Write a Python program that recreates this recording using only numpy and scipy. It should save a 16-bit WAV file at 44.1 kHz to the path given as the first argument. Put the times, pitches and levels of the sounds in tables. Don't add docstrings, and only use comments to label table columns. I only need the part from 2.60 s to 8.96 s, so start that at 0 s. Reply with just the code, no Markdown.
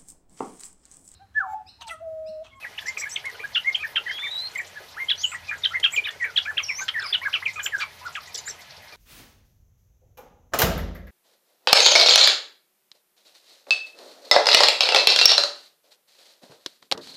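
import sys
import numpy as np
from scipy import signal
from scipy.io import wavfile
from scipy.ndimage import uniform_filter1d

SR = 44100
rng = np.random.default_rng(int(sys.argv[2]) if len(sys.argv) > 2 else 0)


def waveform_to_disk(signal):
    frames = np.transpose(np.atleast_2d(signal))
    scaled = np.clip(frames, -1, 1) * 32767
    samples = np.round(scaled).astype(np.int16)
    wavfile.write(sys.argv[1], SR, samples)


N = 280476

# f/Hz, relative density/dB
HISS_SPECTRUM = [(15, -46), (25, -17), (91, -2), (332, -14.5), (766, -0.5), (1390, -2.5), (1670, 2),
                 (2790, -5.5), (4660, -8.5), (7980, -23.5), (14400, -14), (15700, -30)]
# t/s, level/dB
HUM_RIDE = [(0.0, -71), (2.4, -65.5), (2.85, -57.5), (3.6, -61), (3.9, -59), (6.36, -62.5)]
# low f/Hz, high f/Hz, gain/dB
PATTER_BANDS = [(331, 750, -38), (3410, 5860, -38), (5300, 8100, -47.5), (9200, 17000, -56)]
ROOM_NOTCHES = [1130, 1370, 1573, 1805, 2250, 2740]
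# t/s, gain/dB
WIRE_TICKS = [(0.655, -32), (0.698, -39), (1.951, -36), (2.8853, -42), (3.1991, -32)]
# t/s, length/ms, low f/Hz, high f/Hz, level/dB
RASP_NOTES = [(2.716, 34, 1900, 2870, -36.5), (2.912, 42, 1350, 2100, -31), (3.64, 37, 1440, 2600, -35.5),
              (4.281, 18.6, 980, 4560, -26), (4.4, 200, 1070, 3519, -44.5), (5.18, 66, 4900, 8000, -44.5),
              (5.204, 42, 1060, 3500, -29), (5.873, 22, 1420, 2140, -34)]
# t/s, length/ms, swoop/ms, low f/Hz, high f/Hz, lower voice/dB, upper voice/dB
HIGH_TRILLS = [(0.259, 17, 9.4, 3900, 6200, -41, -58), (0.376, 41, 8.5, 4580, 6110, -42.5, -42.5),
               (.490, 29, 8.5, 4920, 6480, -51, -43), (5.029, 37, 15, 4520, 7130, -45, -40.5),
               (5.742, 23, 9.9, 3070, 6090, -33.5, -39)]
# t/s, rise/ms, fall/ms, start f/Hz, turn f/Hz, end f/Hz, level/dB, octave gain/dB
HIGH_SLIDES = [(.275, 17, 7.6, 7160, 7300, 6100, -38, -30), (.277, 8.1, 7, 4700, 5610, 4460, -33, -26),
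               (.395, 19, 10, 5460, 5950, 5600, -38, -19), (.394, 4.9, 15, 7700, 7600, 7830, -34, -24),
               (.511, 28, 4.9, 5220, 6220, 6020, -34, -29), (.519, 18, 15, 7840, 8140, 7760, -43, -30),
               (1.978, 3.7, 7.3, 7200, 7460, 7320, -38.5, -13),
               (2.58, 38, 13.5, 4150, 5120, 5800, -42.5, -31), (2.618, 21, 18, 5500, 6900, 6510, -36, -21),
               (2.581, 29, 10, 5790, 6130, 6800, -40, -33), (2.662, 66, 30, 6800, 7450, 7000, -47, -22),
               (2.615, 100, 42, 6600, 7980, 8440, -47.5, -31), (3.322, 5.4, 11, 6840, 7880, 7600, -37, -9),
               (3.333, 15, 24, 7750, 7300, 6800, -34.5, -12), (4.03, 11.3, 8, 6190, 5700, 4680, -31, -41),
               (4.053, 11, 98, 5650, 5450, 5480, -36.5, -47), (4.156, 28, 47, 5600, 6180, 6420, -32, -34),
               (4.213, 20, 11, 6660, 7000, 7400, -41.5, -32),
               (4.396, 2.8, 5.5, 5300, 5220, 4200, -32.5, -28),
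               (4.421, 4.2, 5, 4100, 3320, 4400, -36.5, -13), (4.439, 4.9, 7.4, 5250, 5160, 4450, -39, -25),
               (4.453, 12.9, 15, 4670, 5060, 4320, -31.5, -26),
               (4.478, 14.7, 19, 4370, 5010, 4560, -34, -22.5),
               (5.03, 11.7, 30, 6740, 7290, 7090, -32.5, -9.5),
               (5.197, 16, 9.1, 3380, 4820, 4330, -35, -29), (5.218, 5, 15, 4610, 4330, 3080, -43, -27),
               (5.771, 10, 15, 7000, 7240, 6040, -33, -28), (5.771, 11, 6.8, 4540, 5230, 3930, -34.5, -16),
               (5.858, 14, 11, 7160, 7080, 7400, -32.5, -27),
               (5.882, 9.9, 21, 7460, 7630, 7340, -39.5, -25),
               (5.878, 20, 14, 3740, 6300, 5350, -32.5, -34)]
# t/s, f/Hz, level/dB
RISING_WHISTLE = [(1.478, 3054, -45), (1.504, 3104, -39), (1.554, 3320, -37.5), (1.577, 3270, -34.5),
                  (1.606, 3536, -35.5), (1.698, 3596, -34.5), (1.706, 3740, -46), (1.713, 3910, -36),
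                  (1.752, 3820, -33), (1.854, 4180, -34), (1.872, 4250, -25.5)]
# break t/s, lead/ms, from f/Hz, to f/Hz,
# lead level/dB, tail/ms, from f/Hz, to f/Hz, octave level at the throat resonance/dB
LOW_CHUPS = [(0.187, 10.4, 2350, 3155, -28.5, 10.5, 1840, 1470, -33),
             (0.37, 4.4, 3040, 2830, -39, 13.4, 1170, 1090, -22),
             (0.566, 8.4, 4000, 3020, -21, 23, 2027, 2310, -41),
             (0.748, 4, 1360, 1520, -40, 14, 1480, 1470, -44),
             (.957, 11, 3220, 3587, -23, 27.6, 1497, 1474, -18.5),
             (1.157, 13.3, 2756, 3356, -18, 4.8, 2480, 2240, -38),
             (1.362, 6.5, 3305, 3080, -19, 26.6, 1666, 1316, -22),
             (2.500, 17, 2985, 3456, -21, 28.7, 1980, 1330, -18.5),
             (3.045, 11.5, 3796, 3526, -20.5, 20.5, 2040, 1494, -18),
             (3.240, 12, 3223, 3024, -20, 29, 1786, 1213, -16),
             (3.768, 9.1, 3414, 3136, -18.5, 26.9, 2068, 1358, -15.5),
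             (3.978, 10, 2210, 3020, -24.5, 32, 1593, 1106, -20.5),
             (4.286, 4.1, 2170, 1920, -59, 11, 1678, 1500, -19),
             (4.536, 12, 3650, 3300, -19.5, 27, 2093, 1258, -18),
             (4.738, 11.2, 2084, 3180, -25.5, 31.7, 1582, 1140, -20.5),
             (4.996, 5, 2310, 2370, -31, 17, 1693, 1510, -36.5),
             (5.061, 5.4, 1400, 1600, -28.5, 15.4, 1670, 800, -22),
             (5.555, 4.6, 3400, 2800, -23.5, 37, 1750, 1067, -37)]
# t/s, rise/ms, fall/ms, start f/Hz, turn f/Hz, end f/Hz, level/dB
LOW_WHISTLES = [(0.013, 20, 21.3, 2540, 2585, 1568, -34.5), (0.057, 11.4, 5.8, 1590, 1960, 2030, -37.5),
                (0.215, 6.9, 9, 1410, 1830, 1540, -42.5), (0.258, 27, 18, 1690, 2090, 2080, -27.5),
                (0.413, 14.2, 17, 1775, 2410, 2040, -30), (0.457, 8.9, 9.2, 1550, 1695, 1710, -32),
                (0.642, 17, 44, 1620, 2210, 1864, -33.5), (.795, 10.6, 29, 1855, 2420, 2395, -35.5),
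                (0.835, 12, 8.8, 1400, 1650, 1690, -29.5), (1.047, 33, 23, 1940, 2154, 2106, -18.5),
                (1.194, 30, 7.1, 2354, 2570, 2420, -35), (1.227, 6.8, 3.1, 2520, 2360, 2180, -27.5),
                (1.235, 11.8, 10.8, 1490, 1875, 1640, -30), (1.458, 7.9, 22, 1710, 1985, 1610, -32),
                (1.482, 19.3, 13.8, 1700, 2145, 1610, -27), (1.581, 5.8, 6.3, 3060, 2300, 1390, -35),
                (1.62, 23, 32, 1850, 2380, 1775, -33), (1.952, 7.3, 9.2, 2200, 2130, 1930, -27.5),
                (1.981, 7.8, 9.5, 2040, 2383, 1950, -25.5), (2, 3.4, 3.7, 1800, 1900, 1870, -24),
                (2.159, 5, 20, 1580, 1750, 1640, -39.5), (2.367, 34, 35, 1190, 2110, 2138, -30.5),
                (2.635, 11.6, 8.3, 3360, 2994, 2830, -16), (2.719, 8.4, 13, 1505, 1403, 910, -38),
                (2.74, 9.7, 9.5, 947, 1960, 1940, -32), (2.881, 18.6, 10.6, 2530, 2400, 2410, -25.5),
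                (2.909, 6.4, 45, 2050, 1683, 1590, -39.5), (3.109, 14.3, 27, 1263, 1372, 1770, -35),
                (3.134, 21, 17, 1800, 2146, 1926, -21), (3.327, 13, 8.8, 1916, 2410, 1980, -31),
                (3.362, 3.4, 1.8, 3430, 3100, 2580, -19.5), (3.366, 17.3, 4.9, 2663, 2380, 2380, -13),
                (3.439, 14.3, 6.8, 2830, 3870, 2940, -30), (3.464, 5.4, 15, 2980, 3020, 2790, -30.5),
                (3.485, 5.8, 4.5, 2860, 3540, 3240, -31.5), (3.45, 7.4, 18.7, 2350, 2565, 1620, -27),
                (3.484, 7.8, 19, 1095, 1812, 1850, -34), (3.601, 15.8, 27, 2230, 1948, 1800, -26),
                (3.636, 12, 6.3, 1774, 2364, 1820, -22.5), (3.66, 27.5, 20, 1760, 1507, 1385, -36),
                (3.854, 29, 24, 1234, 1714, 1760, -31), (3.906, 4.7, 8.1, 1740, 1517, 980, -35.5),
                (3.852, 5, 5.5, 2140, 2480, 2250, -28.5), (4.085, 16, 5.6, 2910, 2338, 2130, -21),
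                (4.108, 3.5, 22, 2000, 2113, 2010, -33.5), (4.183, 10.3, 6.7, 1970, 2454, 2000, -27),
                (4.185, 11, 20.4, 1007, 1220, 836, -37.5), (4.209, 13.7, 5.9, 1480, 1547, 1550, -29.5),
                (4.341, 15.6, 21, 2210, 1830, 1720, -26.5), (4.374, 9.2, 19.3, 1780, 1982, 1390, -29),
                (4.408, 4.7, 33, 1380, 1636, 1350, -32), (4.428, 6, 38, 1345, 1331, 943, -38.5),
                (4.432, 7.5, 30, 2350, 2412, 2050, -37.5), (4.618, 14.5, 13, 953, 1081, 1060, -36),
                (4.648, 12.4, 18, 1400, 1720, 1480, -24), (4.675, 4.3, 5.9, 1450, 1410, 910, -33.5),
                (4.617, 19.6, 28, 1850, 2290, 2070, -29.5), (4.82, 4.8, 2.7, 920, 1100, 1400, -38.5),
                (4.824, 5.7, 5, 1420, 2060, 2080, -27.5), (4.856, 8.6, 5.6, 3190, 2425, 2240, -17),
                (4.874, 8.2, 17, 1930, 2130, 2050, -31), (4.959, 4.7, 50, 2230, 2502, 2400, -36),
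                (4.961, 22.4, 12, 1323, 1250, 900, -39), (4.993, 5.6, 8.6, 1310, 1710, 1500, -32),
                (5.123, 20.5, 15, 1926, 1650, 1550, -25.5), (5.185, 3.6, 16, 1490, 1475, 1720, -31.5),
                (5.209, 6.8, 27, 1695, 1372, 985, -37.5), (5.205, 13.7, 22, 2495, 2384, 2256, -28),
                (5.415, 12, 22, 954, 1006, 1000, -40), (5.446, 17, 12.6, 1062, 1494, 1350, -34.5),
                (5.469, 10, 8.9, 1440, 1346, 814, -38), (6.324, 8.1, 12, 2460, 2390, 2300, -47.5)]


def amp(db):
    return 10 ** (np.asarray(db) / 20)


def rms_one(x):
    return x / np.sqrt(np.mean(x ** 2) + 1e-20)


def band(x, low_hz, high_hz):
    sos = signal.butter(2, [low_hz, min(high_hz, .45 * SR)], "band", fs=SR, output="sos")
    return signal.sosfilt(sos, x)


def steep_band(x, low_hz, high_hz):
    return band(band(x, low_hz, high_hz), low_hz, high_hz)


def drift(rate_hz):
    pole = np.exp(-2 * np.pi * rate_hz / SR)
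    return rms_one(signal.lfilter([1], [1, -2 * pole, pole * pole], rng.standard_normal(N + SR))[SR:])


def phase_of(hz):
    return 2 * np.pi * np.cumsum(hz) / SR


def add(out, start_s, sound):
    i = max(round(start_s * SR), 0)
    out[i:i + len(sound)] += sound[:N - i]


def hiss(level_db=-47):
    out, swell, edges = 0, drift(0.073), 25 * 2 ** np.arange(0, 9.6, .5)
    white = rng.standard_normal((2, N))
    hz, db = np.transpose(HISS_SPECTRUM)
    for k, (low, high) in enumerate(zip(edges, edges[1:])):
        band_db = np.interp(np.log(low * high) / 2, np.log(hz), db)
        out = out + amp(band_db + .5 * swell + 1.8 * drift(14)) * band(white[k % 2], low, high)
    return amp(level_db) * rms_one(out)


def hum():
    s, db = np.transpose(HUM_RIDE)
    tone = np.sin(phase_of(88 + 4 * drift(2.59))) * amp(3.1 * drift(6.7))
    below = 0.34 * rms_one(band(rng.standard_normal(N), 67, 86))
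    above = 0.51 * rms_one(band(rng.standard_normal(N), 119, 163))
    return amp(np.interp(np.arange(N) / SR, s, db)) * rms_one(tone + below + above)


def patter(per_s=13, t60_s=.12):
    out = 0
    for low_hz, high_hz, db in PATTER_BANDS:
        triggers = (rng.random(N) < per_s / SR) * amp(2.5 * rng.exponential(1, N).clip(0, 3))
        decays = signal.lfilter([1], [1, -amp(-60 / (t60_s * SR))], triggers)
        grains = uniform_filter1d(decays, SR // 150) * rng.standard_normal(N)
        out = out + amp(db) * steep_band(grains, low_hz, high_hz)
    return out


def far_birds(count=30, level_db=-45):
    out, t = np.zeros(N), np.arange(SR // 30) / SR
    for when, pitch, glide, softness in rng.random((count, 4)):
        hz = 1400 * 2.2 ** pitch * (1 + .5 * (glide - .5) * t / t[-1])
        envelope = amp(level_db - 0.6 * softness) * np.hanning(len(t))
        add(out, when * N / SR, envelope * np.sin(phase_of(hz)))
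    return out


def far_colour(x, width_hz=78, depth=0.81):
    for hz in ROOM_NOTCHES:
        x = x - depth * signal.lfilter(*signal.iirpeak(hz, hz / width_hz, SR), x)
    return x


def room(x, t60_s=0.14, wet_db=-9):
    t = np.arange(SR // 2) / SR
    impulse = rng.standard_normal(len(t)) * amp(-60 * t / t60_s) * np.clip(t / 0.00047, 0, 1)
    impulse = signal.lfilter([1], [1, -0.4], impulse)
    impulse *= amp(wet_db) / np.sqrt(np.sum(impulse ** 2))
    impulse[0] = 1
    return signal.fftconvolve(x, impulse)[:N]


def cage_ticks(t60_s=0.045):
    out, t = np.zeros(N), np.arange(SR // 8) / SR
    for s, db in WIRE_TICKS:
        add(out, s, amp(db - 60 * t / t60_s) * rng.standard_normal(len(t)))
    return band(out, 1800, 7700)


def rasps(attack_s=0.00086):
    out, air = np.zeros(N), rng.standard_normal(N)
    for s, length_ms, low_hz, high_hz, db in RASP_NOTES:
        t = np.arange(round(length_ms / 1000 * SR)) / SR
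        breath = rms_one(steep_band(air[round(s * SR):][:len(t)], low_hz, high_hz))
        envelope = np.minimum(t / attack_s, 1) * np.sqrt(1 - t / t[-1])
        add(out, s, amp(db) * envelope * breath)
    return out


def contour(times, values, t):
    return uniform_filter1d(np.interp(t, times, values), SR // 330, mode="nearest")


def arch_path(note, hush_db, hush_share, fade_db, rounding=0.669):
    s, rise_ms, fall_ms, start_hz, turn_hz, end_hz, db = note
    times = s + np.cumsum([0, rise_ms, rise_ms, fall_ms, fall_ms]) / 2 / 1000
    into_hz = start_hz + rounding * (turn_hz - start_hz)
    out_of_hz = end_hz + rounding * (turn_hz - end_hz)
    cut_db = np.interp(times, times[::2], [hush_share * (db - hush_db), 0, fade_db])
    return np.transpose([times, [start_hz, into_hz, turn_hz, out_of_hz, end_hz], db - cut_db])


def whistles(notes, partial_ratio, third_db, edge_s, flutter_db, flutter_hz, rate_hz, hoarse):
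    out, clear_db, raspy_db = np.zeros(N), -12.5, -29
    flutter = amp(flutter_db * np.tanh(drift(rate_hz))) + hoarse * drift(300)
    waver = flutter_hz * drift(rate_hz)
    for path, partial_db in notes:
        s, hz, db = np.transpose(path)
        at = np.arange(round((s[0] - edge_s) * SR), min(round((s[-1] + edge_s) * SR), N))
        t = at / SR
        pitch = contour(s, hz, t)
        unsteady = np.clip((clear_db - db.max()) / (clear_db - raspy_db), .15, 1)
        phase = phase_of(pitch + unsteady * waver[at] * (pitch / 7000) ** 2)
        tone = np.sin(phase) + amp(partial_db) * np.sin(partial_ratio * phase)
        tone += amp(third_db) * np.sin(3 * phase) * (pitch < 5000)
        fades = np.clip(np.minimum(t - t[0], t[-1] - t) / edge_s, 0, 1) ** 2
        envelope = amp(contour(s, db, t)) * fades * (1 + unsteady * (flutter[at] - 1))
        out[at] += np.sqrt(2) * envelope * tone
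    return out


def trills(top_hz=7800):
    out = np.zeros(N)
    for s, length_ms, swoop_ms, low_hz, high_hz, lower_db, upper_db in HIGH_TRILLS:
        ms = np.arange(0, length_ms, 1000 / SR)
        arch, swing_hz = np.abs(np.sin(np.pi * ms / swoop_ms)), high_hz - low_hz
        lower = amp(lower_db) * np.sin(phase_of(low_hz + swing_hz * arch))
        phase = phase_of(top_hz - swing_hz * (1 - arch))
        upper = amp(upper_db) * (np.sin(phase) + amp(-21) * np.sin(2 * phase))
        fades = np.clip(np.minimum(ms, length_ms - ms) / 4.7, 0, 1)
        add(out, s, np.sqrt(2) * fades * (lower + upper) * (1.08 + 0.14 * arch))
    return out


def high_bird(sum_gain_db=10):
    notes = [(arch_path(note, hush_db=-42.5, hush_share=1, fade_db=4.1), octave_db)
             for *note, octave_db in HIGH_SLIDES]
    notes.append((RISING_WHISTLE, -28))
    song = whistles(notes, partial_ratio=2, third_db=-36, edge_s=0.0082,
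                    flutter_db=3.5, flutter_hz=113, rate_hz=300, hoarse=0.048) + trills()
    return song + amp(sum_gain_db) * steep_band(song ** 2, 9200, 16000)


def chups(throat_hz=3170, throat_width_hz=425):
    out = np.zeros(N)
    flutter = amp(3.5 * np.tanh(drift(150))) + .32 * np.tanh(drift(500))
    waver_hz = 95 * np.tanh(drift(120))
    for s, lead_ms, start_hz, break_hz, lead_db, tail_ms, tail_hz, end_hz, octave_db in LOW_CHUPS:
        ms = np.arange(-lead_ms, tail_ms, 1000 / SR)
        at = round((s - lead_ms / 1000) * SR) + np.arange(len(ms))
        bend_hz = end_hz + 0.431 * (tail_hz - end_hz)
        hz = contour([-lead_ms, -1.5, 1.2, tail_ms / 2, tail_ms],
                     [start_hz, break_hz, tail_hz, bend_hz, end_hz], ms) + waver_hz[at] * (ms > 0)
        phase = phase_of(hz)
        tail_db = -24.5 + 0.55 * lead_db
        db = np.interp(ms, [-lead_ms, -.4 * lead_ms, -1.5, 4],
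                       [lead_db - 8, lead_db, lead_db + 0.5, tail_db])
        resonance = 1 / np.sqrt(1 + ((2 * hz - throat_hz) / throat_width_hz) ** 2)
        octave_gain = amp(octave_db) * resonance * np.clip((ms - .8) / 1.22, 0, 1)
        tone = amp(db) * np.sin(phase) + octave_gain * np.sin(2 * phase)
        fades = np.clip(np.minimum(ms + lead_ms, tail_ms - ms) / 4.4, 0, 1)
        out[at] += np.sqrt(2) * fades * tone * np.where(ms > 0, flutter[at], 1)
    return band(out, 480, 12000)


def low_bird(sub_level_db=-50, sub_from_hz=2000):
    notes = []
    for note in LOW_WHISTLES:
        turn_hz, db = note[4], note[6]
        sub_gain_db = min(sub_level_db - db, -10) - 20 * (turn_hz < sub_from_hz)
        notes.append((arch_path(note, hush_db=-48.5, hush_share=0.53, fade_db=2.34), sub_gain_db))
    return whistles(notes, partial_ratio=.5, third_db=-38, edge_s=0.00306,
                    flutter_db=4, flutter_hz=89, rate_hz=58, hoarse=.18) + chups()


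def scene():
    near = low_bird() + high_bird() + cage_ticks()
    far = far_colour(room(patter() + far_birds()) + hiss())
    return (room(near + rasps()) + far + hum())[None]


def record(dry):
    return signal.sosfilt(signal.cheby2(14, 70, 16050, fs=SR, output="sos"), dry)


dry = scene()
out = record(dry)
waveform_to_disk(out)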